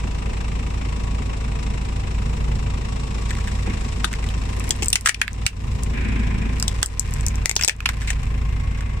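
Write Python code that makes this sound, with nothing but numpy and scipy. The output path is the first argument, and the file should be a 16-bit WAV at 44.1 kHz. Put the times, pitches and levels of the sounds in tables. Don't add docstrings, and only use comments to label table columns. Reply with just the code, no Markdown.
import sys
import numpy as np
from scipy import signal
from scipy.fft import rfft, irfft, next_fast_len
from scipy.io import wavfile
from scipy.ndimage import uniform_filter1d, minimum_filter1d, map_coordinates

SR = 44100
rng = np.random.default_rng(int(sys.argv[2]) if len(sys.argv) > 2 else 0)


def wav_out(sig):
    wavfile.write(sys.argv[1], SR, np.round(np.clip(np.atleast_2d(sig).T, -1, 1) * 32767).astype(np.int16))


N = 396900

# (time [s], decay [s], shell [Hz], shell level [dB], torn flap [Hz], flap level [dB],
# snap [Hz], snap level [dB], left-right [dB])
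CRACKS = [(4.0441, 0.0015, 3580, -17.5, 1370, -14.5, 8800, -31, 7),
          (4.046, 0.0035, 1540, -25, 3700, -20.5, 8620, -21.5, -3),
          (4.707, 0.0015, 1790, -26.5, 3310, -17.0, 7360, -11, 2),
          (4.8226, 0.0023, 2590, -23, 1600, -39, 7340, -26, -2),
          (4.8286, 0.0053, 2360, -22.0, 2270, -21, 7820, -22.5, 2),
          (4.929, 0.0022, 2700, -9.5, 8700, -7.5, 5660, -8.5, -1.5),
          (4.956, 0.0021, 2220, 4, 2040, 5, 8130, 0.5, 0.5),
          (5.059, 0.0036, 1590, 7, 2700, -1, 7900, 3, -3.5),
          (5.066, 0.0048, 2440, -9, 1330, -13, 8020, -9, -2),
          (5.0728, 0.0021, 1690, 2.0, 1200, -15, 7900, -2, -5),
          (5.0872, 0.0013, 1820, -5, 1750, -7, 7940, -10, 7),
          (5.092, 0.002, 2260, 8, 1810, 7.5, 8400, 4, 0.5),
          (5.1447, 0.0016, 2490, -9.5, 2520, -17, 8730, -22, 3.5),
          (5.2154, 0.0015, 2500, 4.5, 1680, 3.5, 8950, -6, -1.5),
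          (5.279, 0.00081, 2010, -11.5, 1610, -17.5, 7070, -38, -1),
          (5.4644, 0.0021, 2165, 9.5, 2100, 5.5, 7870, 3.5, -3.5),
          (6.626, 0.0009, 1400, -29.5, 4950, -24, 7800, -20.5, -2),
          (6.6803, 0.0017, 1400, -51, 3490, -21.5, 7600, -21.0, 2),
          (6.8287, 0.0016, 1660, -7.5, 3330, -13, 7800, -1.5, -4.5),
          (7.4577, 0.00049, 1960, -1, 2040, -2, 7660, 1.5, 1.5),
          (7.495, 0.00023, 2830, -13, 2150, -9.5, 7100, -10.5, 5),
          (7.5128, 0.00082, 2870, -28, 2150, -15, 6800, -9.5, 4),
          (7.5639, 0.0019, 1410, -19, 5310, -16, 5800, -1, -2),
          (7.5926, 0.004, 1480, -20, 2530, -18.0, 7560, -23, -2),
          (7.611, 0.0031, 2640, -13.5, 1650, -21, 6780, -15.5, 1),
          (7.624, 0.0027, 2180, -16.5, 2100, -13.5, 7300, -20.5, 6),
          (7.6353, 0.0014, 1400, -24, 5430, -10, 5310, -17, -2),
          (7.6471, 0.00087, 2030, -8, 8100, -4, 5300, -1.5, 1),
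          (7.65, 0.0014, 1810, -26, 7040, -19, 5360, -16, 8),
          (7.6782, 0.00091, 1460, -15, 3890, -15, 7200, 4, -3),
          (7.6835, 0.0011, 2740, 1.5, 2570, 6, 7950, 4.5, 0),
          (7.6945, 0.0014, 2460, 2.0, 1770, -5, 7950, -8, 3),
          (7.8043, 0.0016, 1410, -25.5, 2480, -21, 8670, -48, 0),
          (7.8566, 0.0031, 1420, -32, 2520, -13.5, 8600, -34.5, -4),
          (7.8589, 0.0022, 2450, -8, 1200, -17.5, 8850, -25, -1),
          (7.8894, 0.0035, 1660, -11, 1470, -13, 7300, -23.0, -2),
          (8.1035, 0.0036, 3100, -25.5, 1860, -22, 8100, -23.5, 1.5)]
# (time [s], level [dB], pitch [Hz], left-right [dB])
SPLINTERS = [(4.1294, -35.5, 7260, -18), (4.2888, -41, 8500, -8), (4.567, -41, 8000, -9),
             (4.597, -32, 8450, -9), (4.641, -37, 8050, -9), (4.672, -43, 8500, -6),
             (4.692, -30, 10500, -9), (4.763, -38, 8400, -3), (4.845, -28, 8500, 3), (4.859, -25, 8400, -6),
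             (4.8834, -10, 8200, 3), (4.9027, -17, 8360, -10), (5.01, -21.5, 8100, -7),
             (5.0525, -33, 8200, -2), (5.331, -32, 6100, -4), (5.8343, -26.5, 8250, -6),
             (6.599, -25, 5250, -9), (6.8604, -14.5, 7450, 4.5), (6.9955, -11.5, 8250, 2),
             (7.109, -37, 7500, -13), (7.138, -27, 7950, -8), (7.209, -35, 7860, 2), (7.265, -19, 5800, -1),
             (7.2834, -25.5, 6760, -2), (7.356, -35, 5900, -1), (7.4947, -10, 6950, 8),
             (7.555, -23, 7200, -5), (7.764, -39, 8500, -4), (8.232, -41, 6980, -6)]
# (time [s], decay [s], main resonance [Hz], level [dB])
SCUFFS = [(3.306, 0.0044, 1810, -24.5), (3.352, .002, 1980, -34), (3.385, 0.0028, 1400, -32),
          (3.473, .010, 1680, -27.5), (4.129, 0.0013, 1650, -27), (4.138, 0.00028, 2000, -26),
          (4.241, 0.0024, 1960, -31.5), (4.289, 0.001, 3040, -32.5), (4.437, .002, 2580, -39),
          (8.016, 0.012, 1680, -27.5), (8.074, 0.029, 2100, -21.5), (8.13, .003, 2280, -35),
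          (8.774, 0.0043, 1680, -38), (8.807, 0.0027, 1620, -33)]
# (time [s], decay [s], level [dB])
THUMPS = [(3.675, 0.003, -26), (4.046, 0.0015, -29.5), (4.701, 0.0022, -30), (4.823, 0.0074, -25)]
CRACK_THUD_DB = -20.5
UNDERSIDE_DB = -11.0


def cracks():
    hits = [(s, pan(lr) * crack(s, *shape, CRACK_THUD_DB)) for s, *shape, lr in CRACKS]
    hits += [(s, amp(db) * pan(lr) * splinter(hz)) for s, db, hz, lr in SPLINTERS]
    hits += [(s, amp(db) * scuff(s, decay_s, hz)) for s, decay_s, hz, db in SCUFFS]
    hits += [(s, amp(db) * thump(decay_s)) for s, decay_s, db in THUMPS]
    out = np.zeros((2, N + SR))
    for s, direct in hits:
        answer = amp(UNDERSIDE_DB) * underside(direct)
        for part in (direct, answer):
            out[:, round(s * SR):][:, :part.shape[1]] += part
    return out[:, :N]


# (multiple of its main mode, width [Hz], level [dB])
SHELL = [(.7, 300, -5.5), (1, 378, 6.5), (1.3, 430, 0), (1.7, 600, -3.5), (2.3, 700, -12.5)]
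FLAP_WIDTH_HZ = 265
COVERED_S, COVERED_THUD_DB = 6.2, 5.5


def crack(s, decay_s, shell_hz, shell_db, flap_hz, flap_db, snap_hz, snap_db, thud_db):
    split = tear(decay_s)
    shell = resonate(split, [(shell_hz * k, w, db) for k, w, db in SHELL])
    ring = blow(thin(dull(shell, hz=5450), hz=shell_hz / 2))
    flap = blow(thin(resonate(split, [(flap_hz, FLAP_WIDTH_HZ, 0)]), hz=flap_hz / 2))
    thud = blow(dull(resonate(split, [(376, 190, -0.35), (840, 340, 0.35)]), hz=1460))
    thud_db = thud_db + COVERED_THUD_DB * (s > COVERED_S)
    wall = snap(split, snap_hz) + amp(thud_db) * thud
    return amp(snap_db) * wall + amp(shell_db) * ring + amp(flap_db) * flap


JERK_SPREAD_DB, TEAR_SIDE = 7.5, 0.65


def tear(decay_s):
    t = np.arange(SR // 20 - 1) / SR
    jerks = rng.standard_normal((2, len(t))) * amp(JERK_SPREAD_DB * rng.standard_normal((2, len(t))))
    z = rfft(np.exp(-t / max(decay_s, 1 / SR)) * jerks)
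    power = np.abs(uniform_filter1d(np.abs(z) ** 2, size=15, axis=1))
    cepstrum = irfft(np.log(power + 1e-12) / 2)
    causal = 2 * (t < t[-1] / 2) - 1 * (t == 0)
    mid, side = irfft(z / np.exp(rfft(cepstrum * causal)))
    fade = np.minimum(1, 10 * (1 - t / t[-1]))
    return np.array([mid + TEAR_SIDE * side, mid - TEAR_SIDE * side]) * fade


# (multiple of its snap pitch, width [Hz], level [dB])
SNAP = [(.68, 1800, 2.5), (.88, 1050, 7.5), (1, 800, 9), (1.22, 1600, 0), (1.7, 2200, -12.5)]


def snap(split, hz):
    return blow(resonate(split, [(hz * k, w, db) for k, w, db in SNAP]))


SMALL_SNAP_HZ = 7680
SPLINTER_S, SPLINTER_WIDTH_HZ, SPLINTER_RING_DB, SPLINTER_SNAP_DB = 0.001, 570, -2, -0.5


def splinter(hz):
    ping = blow(resonate(tear(SPLINTER_S), [(hz, SPLINTER_WIDTH_HZ, 0)]))
    wall = thin(snap(tear(SPLINTER_S), SMALL_SNAP_HZ), hz=4300)
    return thin(amp(SPLINTER_RING_DB) * ping + amp(SPLINTER_SNAP_DB) * wall, hz=3900)


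SCUFF_EDGE_RATIO, SCUFF_EDGE_DB, SCUFF_SNAP_DB, SCUFF_THUD_DB = 1.07, -7, -9, -21


def scuff(s, decay_s, hz):
    return crack(s, decay_s, hz, 0, hz * SCUFF_EDGE_RATIO, SCUFF_EDGE_DB,
                 SMALL_SNAP_HZ, SCUFF_SNAP_DB, SCUFF_THUD_DB)


# (centre [Hz], width [Hz], level [dB])
THUMP_MODES = [(345, 65, 6.5), (820, 190, -3)]


def thump(decay_s):
    t = np.arange(SR // 20) / SR
    noise = rng.standard_normal(len(t)) + .5 * rng.standard_normal((2, len(t)))
    push = noise * np.exp(-t / max(decay_s, 1 / SR))
    return blow(dull(resonate(push, THUMP_MODES), hz=1300))


# (frequency [Hz], t60 [s])
UNDERSIDE = [(300, 0.16), (2000, 0.1), (8000, 0.077), (15000, 0.092)]


def underside(x):
    hz, t, z = signal.stft(rng.standard_normal((2, SR // 5)), SR, nperseg=256)
    decay = amp(-60 * t / along(UNDERSIDE, hz)[:, None])
    tail = signal.istft(z * decay, SR, nperseg=256)[1]
    return signal.fftconvolve(x, tail / np.linalg.norm(tail[0]), axes=1)


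# (time [s], firing rate [1/s])
SPEED = [(0, 27.02), (3.55, 27.02), (3.68, 27.7), (3.85, 26.3), (4.3, 26.4), (4.8, 27.03), (9, 27.03)]
# (time [s], level [dB])
SWELLS = [(2.42, 2.5), (5.72, 3), (6.3, 1.7), (7.2, 2.5), (8.45, 2.5)]
SWELL_WIDTH_S = 0.26
LEAVE_S, LEAVE_SPAN_S = 5.36, 3.03


def engine():
    t = np.arange(N) / SR
    cycles = firing_count()
    firings = cycles + 1.16
    away = np.clip((t - LEAVE_S) / LEAVE_SPAN_S, 0, 1)
    swell_db = sum(db * np.exp(-((t - s) / SWELL_WIDTH_S) ** 2) for s, db in SWELLS)
    combustion = exhaust(cycles, swell_db) + body(cycles, firings, swell_db, away)
    return combustion + knock(firings, away) + rasp(firings, away) + belt_and_fan(cycles, away)


def firing_count():
    speed, = curves(SPEED)
    return np.cumsum(speed) / SR


# (multiple of the firing rate, level [dB])
ORDERS = [(1, -12), (2, -3), (3, -22), (4, -17.5), (5, -16), (6, -25.5), (7, -28.5), (8, -31)]
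# (frequency [Hz], density [dB per Hz])
THROB = [(12, -7.5), (25, -2), (60, 2), (100, -1.5), (150, -7), (200, -34), (400, -57)]
BOOM_DB, THROB_DB = -22, -9.5


def exhaust(cycles, swell_db):
    tones = 0
    for k, db in ORDERS:
        phase = 2 * np.pi * k * (cycles - .14) + 0.071 * k * wobble(8)
        tones = tones + amp(db + 0.27 * wobble(7.7)) * np.cos(phase)
    throb = amp(THROB_DB + swell_db) * rush(THROB)
    return amp(BOOM_DB + swell_db) * (-np.sqrt(2) * tones + throb)


# (frequency [Hz], density [dB per Hz])
RUMBLE = [(90, -38), (150, 1.5), (200, 4), (255, -0.5), (290, -7), (380, -7), (460, -6), (620, -14.5),
          (1000, -16), (3000, -89)]
RUMBLE_DB, RUMBLE_LOSS_DB, RUMBLE_SWELL_SHARE = -35, 5.5, 0.73


def body(cycles, firings, swell_db, away):
    rumble_db = RUMBLE_DB + RUMBLE_SWELL_SHARE * swell_db - RUMBLE_LOSS_DB * away
    beat = bursts(firings - .25, rise=0.28, fall=0.4, steady=0.92, scatter_db=1.6)
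    return amp(rumble_db) * shake(RUMBLE, cycles, steady=.25) * beat


# (frequency [Hz], density [dB per Hz])
KNOCK = [(350, -21), (550, 4.5), (800, 5.5), (1190, 4.5), (1330, -1.5), (1550, -2.5), (2000, 0.5),
         (2700, 2), (3200, -7.5), (4000, -15), (6000, -43)]
KNOCK_DB, CLATTER_DB, KNOCK_LOSS_DB = -38.5, -52.5, 3.5


def knock(firings, away):
    beat = bursts(firings, rise=.16, fall=.38, steady=.52, scatter_db=1.2)
    knocks = pan(2.4) * amp(KNOCK_DB - KNOCK_LOSS_DB * away) * rush(KNOCK) * beat
    return knocks + amp(CLATTER_DB - KNOCK_LOSS_DB * away) * clatter(firings, rate=900, spread_db=8.5)


# (centre [Hz], width [Hz], level [dB])
BLOCK = [(1200, 76, 5), (1753, 68, -11.5), (1900, 61, -6.5), (2100, 37, 1.5), (2323, 27, -0.5),
         (2590, 52, 0.5), (2744, 95, -0.5)]
# (time [s], boost [dB])
HARD_FIRINGS = [(.633, 8), (.857, 11), (.93, 13), (1.04, 5), (1.93, 6)]


def clatter(firings, rate, spread_db):
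    t = np.arange(N) / SR
    hard_db = sum(db * (np.abs(t - s) < .5 / SPEED[0][1]) for s, db in HARD_FIRINGS)
    ticks = (rng.random((2, N)) < rate / SR) * rng.choice([-1, 1], (2, N))
    ticks = ticks * amp(spread_db * rng.uniform(-1.1, 1, (2, N)))
    cluster = bursts(firings, rise=.08, fall=.3, steady=.3, scatter_db=2)
    ringing = resonate(ticks * cluster * amp(hard_db), BLOCK)
    return unit(dull(thin(ringing, hz=895), hz=4500))


# (frequency [Hz], density [dB per Hz])
RASP = [(2200, -10.5), (3700, 5.5), (4700, 0), (5400, 4.5), (6200, -2), (7800, 0.5), (9000, -5.5),
        (10500, -15.5), (12000, -24), (15000, -27)]
# (start [s], attack [s], hold [s], release [s])
CLUTCH = (2.8, 0.15, 1.2, 0.19)
RASP_DB, RASP_LOSS_DB, CLUTCH_RASP_DB = -45.5, 5.5, 1.5


def rasp(firings, away):
    rasp_db = RASP_DB + CLUTCH_RASP_DB * envelope(*CLUTCH) - RASP_LOSS_DB * away
    return amp(rasp_db) * rush(RASP) * bursts(firings, rise=0.24, fall=0.21, steady=0.8, scatter_db=1.2)


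# (frequency at idle [Hz], level [dB])
FAN = [(91, -33), (257, -52)]
# (frequency at idle [Hz], level [dB], left-right [dB])
WHINES = [(447, -57.5, 15.5), (670, -61.5, 10), (788, -61, 13), (973, -54, -1), (1029, -64, -3)]
BELT_DB, BELT_LOSS_DB = 0.7, 6


def belt_and_fan(cycles, away):
    belt = cycles / SPEED[0][1]
    fan = whine = 0
    for hz, db in FAN:
        fan = fan + amp(db + 1.8 * wobble(3.4)) * np.sin(2 * np.pi * hz * belt + 1.03 * wobble(4.7))
    for hz, db, lr in WHINES:
        tone = np.sin(2 * np.pi * hz * belt + 1.06 * wobble(20))
        whine = whine + pan(lr) * amp(db + 1.9 * wobble(6)) * tone
    return np.sqrt(2) * (fan + amp(BELT_DB - BELT_LOSS_DB * away ** 2) * whine)


# (start [s], hold [s], release [s], effort [dB], knock easing [s])
PULLS = [(3.633, 0.018, 0.093, -1.5, .15), (5.913, 0.52, 0.2, -1, 0.69), (6.995, 2.5, .3, -13, 3.2)]
# (frequency [Hz], density [dB per Hz])
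GROWL = [(130, -42), (185, 7.5), (250, 5.5), (285, -4.5), (312, -5), (345, -8), (440, -9.5), (650, -59)]
# (frequency [Hz], density [dB per Hz])
HARD_KNOCK = [(300, -48), (1250, -13), (1620, 2), (2050, -1), (2450, 4), (2900, -10), (3600, -13),
              (10000, -82)]
PULL_ATTACK_S = 0.056
HARD_KNOCK_DB, GROWL_DB, GROWL_POWER = -31.5, -29, 1.33


def labour():
    t = np.arange(N) / SR
    firings = firing_count() + 1.12
    effort = knocking = 0
    for s, hold, release, db, ease in PULLS:
        pull = amp(db) * envelope(s, PULL_ATTACK_S, hold, release)
        effort = effort + pull
        knocking = knocking + pull * np.exp(-np.maximum(t - s, 0) / ease)
    beat = bursts(firings, rise=.2, fall=.5, steady=.8, scatter_db=1)
    growl = amp(GROWL_DB) * effort ** GROWL_POWER * shake(GROWL, firings, steady=0.28)
    return beat * (amp(HARD_KNOCK_DB) * knocking * rush(HARD_KNOCK) + growl)


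# (start [s], hold [s], level [dB])
ROLLS = [(3.125, 2.5, -47), (4.48, 0.19, -52), (6.497, 0.59, -42.5), (7.824, 0.11, -42.5)]
ROLL_ATTACK_S, ROLL_RELEASE_S = 0.058, 0.46


def grit(rate, spread_db):
    level = sum(amp(db) * envelope(s, ROLL_ATTACK_S, hold, ROLL_RELEASE_S) for s, hold, db in ROLLS)
    sizes = amp(spread_db * np.clip(rng.standard_normal((2, N)), -2, 2))
    ticks = (rng.random((2, N)) < rate / SR) * sizes
    ringing = resonate(ticks, [(1920, 780, 5.5), (5430, 1200, -1.0), (8050, 2700, -3.0)])
    return level * unit(dull(ringing, hz=7500))


# (start [s], hold [s], level [dB])
SQUEALS = [(0.838, 0.081, -48), (2.6, 5.3, -52), (8.25, 0.55, -52.5)]
# (start [s], attack [s], hold [s], release [s])
ON_TOYS = (3.7, 0.67, 3.9, 0.51)
SQUEAL_ATTACK_S, SQUEAL_RELEASE_S, SQUEAL_FLOOR_DB = 0.16, 0.5, -65.5
SQUEAL_HZ, SQUEAL_SAG_HZ = 1110, 71.2
SQUEAL_PEAK_S = 8.31


def squeal(waver, flutter_db, swell_hz, swing_db, bend_hz):
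    singing = amp(SQUEAL_FLOOR_DB)
    for s, hold, db in SQUEALS:
        singing = singing + amp(db) * envelope(s, SQUEAL_ATTACK_S, hold, SQUEAL_RELEASE_S)
    swing = np.cos(2 * np.pi * swell_hz * (np.arange(N) / SR - SQUEAL_PEAK_S) + 0.23 * wobble(4.6))
    hz = SQUEAL_HZ - SQUEAL_SAG_HZ * envelope(*ON_TOYS) + bend_hz * swing
    level = singing * amp(swing_db * swing + flutter_db * wobble(30))
    return pan(2) * level * np.sin(2 * np.pi * np.cumsum(hz) / SR + waver * wobble(60))


# (start [s], attack [s], hold [s], release [s])
DRIVE_OFF = (8, 0.66, 2, .3)
# (frequency [Hz], density [dB per Hz])
WHIR = [(1500, -30), (1700, -1), (1950, -14), (2090, 14), (2200, -7), (2450, -21), (2650, -9), (2950, -35),
        (6000, -70)]
WHIR_DB = -48


def drive_whir():
    return amp(WHIR_DB) * envelope(*DRIVE_OFF) * rush(WHIR)


def bursts(firings, rise, fall, steady, scatter_db):
    age, index = firings % 1, np.floor(firings).astype(int)
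    size = amp(scatter_db * rng.standard_normal(index.max() + 1))[index]
    shape = unit((1 - np.exp(-(age / rise) ** 2)) * np.exp(-age / fall))
    return unit(np.sqrt(steady ** 2 + (size * shape) ** 2))


def shake(spectrum, cycles, steady):
    hz = np.arange(64) * SPEED[0][1] / 2
    partials = amp(along(spectrum, hz)) * np.exp(2j * np.pi * rng.random(len(hz)))
    one_turn = irfft(partials, 4096)
    position = cycles / 2 % 1 * len(one_turn)
    repeating = unit(np.interp(position, np.arange(len(one_turn)), one_turn))
    return np.sqrt(steady) * repeating + np.sqrt(1 - steady) * rush(spectrum)


# (frequency [Hz], left-right likeness [-1 to 1])
ALIKE = [(60, 0.94), (130, 0.86), (290, 0.56), (640, -1.02), (1400, 0.091), (15000, -0.0054)]


def rush(spectrum):
    def mid_side(hz):
        turn = np.arccos(np.clip(along(ALIKE, hz), -1, 1)) / 2
        return amp(along(spectrum, hz)) * np.array([np.cos(turn), np.sin(turn)])
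    mid, side = filtered(rng.standard_normal((2, N)), mid_side)
    return unit(np.array([mid + side, mid - side]))


def resonate(x, modes):
    def response(f):
        total = 0
        for k, (c, w, db) in enumerate(modes):
            total = total + (-1) ** k * amp(db) * 1j * f * w / (c * c - f * f + 1j * f * w)
        return total
    return filtered(x, response)


def dull(x, hz):
    return filtered(x, lambda f: 1 / (1 + 1j * np.sqrt(2) * f / hz - (f / hz) ** 2))


def thin(x, hz):
    return filtered(x, lambda f: -(f / hz) ** 2 / (1 + 1j * np.sqrt(2) * f / hz - (f / hz) ** 2))


def filtered(x, response):
    n = x.shape[-1]
    m = next_fast_len(n + n // 10)
    return irfft(rfft(x, m) * response(np.fft.rfftfreq(m, 1 / SR)), m)[..., :n]


def blow(x):
    return x / np.sqrt(np.sum(x ** 2) / (.01 * SR))


def envelope(start, attack, hold, release):
    return np.interp(np.arange(N) / SR, start + np.cumsum([0, attack, hold, release]), [0, 1, 1, 0])


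def wobble(rate):
    return map_coordinates(rng.standard_normal(int(N * rate / SR) + 4), [np.arange(N) * rate / SR])


def curves(rows):
    s, *cols = np.transpose(rows)
    return [np.interp(np.arange(N) / SR, s, c) for c in cols]


def along(points, hz):
    f, v = np.transpose(points)
    return np.interp(np.log(hz + 1), np.log(f + 1), v)


def pan(db):
    return amp(np.array([[.5], [-.5]]) * db)


def unit(x):
    return x / np.sqrt(np.mean(x ** 2) + 1e-20)


def amp(db):
    return 10 ** (np.asarray(db) / 20)


PORT_DELAY_S = .00016


def scene():
    side = np.array([[1], [-1]])
    toys = filtered(cracks(), lambda hz: np.exp(1j * np.pi * hz * PORT_DELAY_S / 2 * side))
    car = engine() + labour() + drive_whir()
    car = car + squeal(waver=0.57, flutter_db=1.5, swell_hz=6.1, swing_db=4.0, bend_hz=5.2)
    return toys + car + grit(rate=200, spread_db=3.5)


def limiter(x, ceiling_db, release):
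    power = np.abs(uniform_filter1d(np.mean(x ** 2, axis=0), size=45))
    over_db = np.maximum(10 * np.log10(power + 1e-12) - ceiling_db, 1e-9)
    age = np.arange(N) / SR / release
    cut_db = np.exp(np.maximum.accumulate(np.log(over_db) + age) - age)
    return x * uniform_filter1d(minimum_filter1d(amp(-cut_db), size=45), size=45)


# (frequency [Hz], left-right [dB])
PORTS = [(100, -.5), (500, 2), (1300, 1.5), (2400, 0), (4400, 1), (6500, 7), (8000, 11.5), (9600, -2),
         (15000, 0.5)]
TOP_HZ = 15500


def record(dry):
    coloured = filtered(dry, lambda hz: pan(along(PORTS, hz)))
    heard = limiter(coloured, ceiling_db=-7.5, release=0.12)
    clipped = heard / (1 + heard ** 4) ** (1 / 4)
    return filtered(clipped, lambda hz: 1 / np.sqrt(1 + (hz / TOP_HZ) ** 80))


dry = scene()
out = record(dry)
wav_out(out)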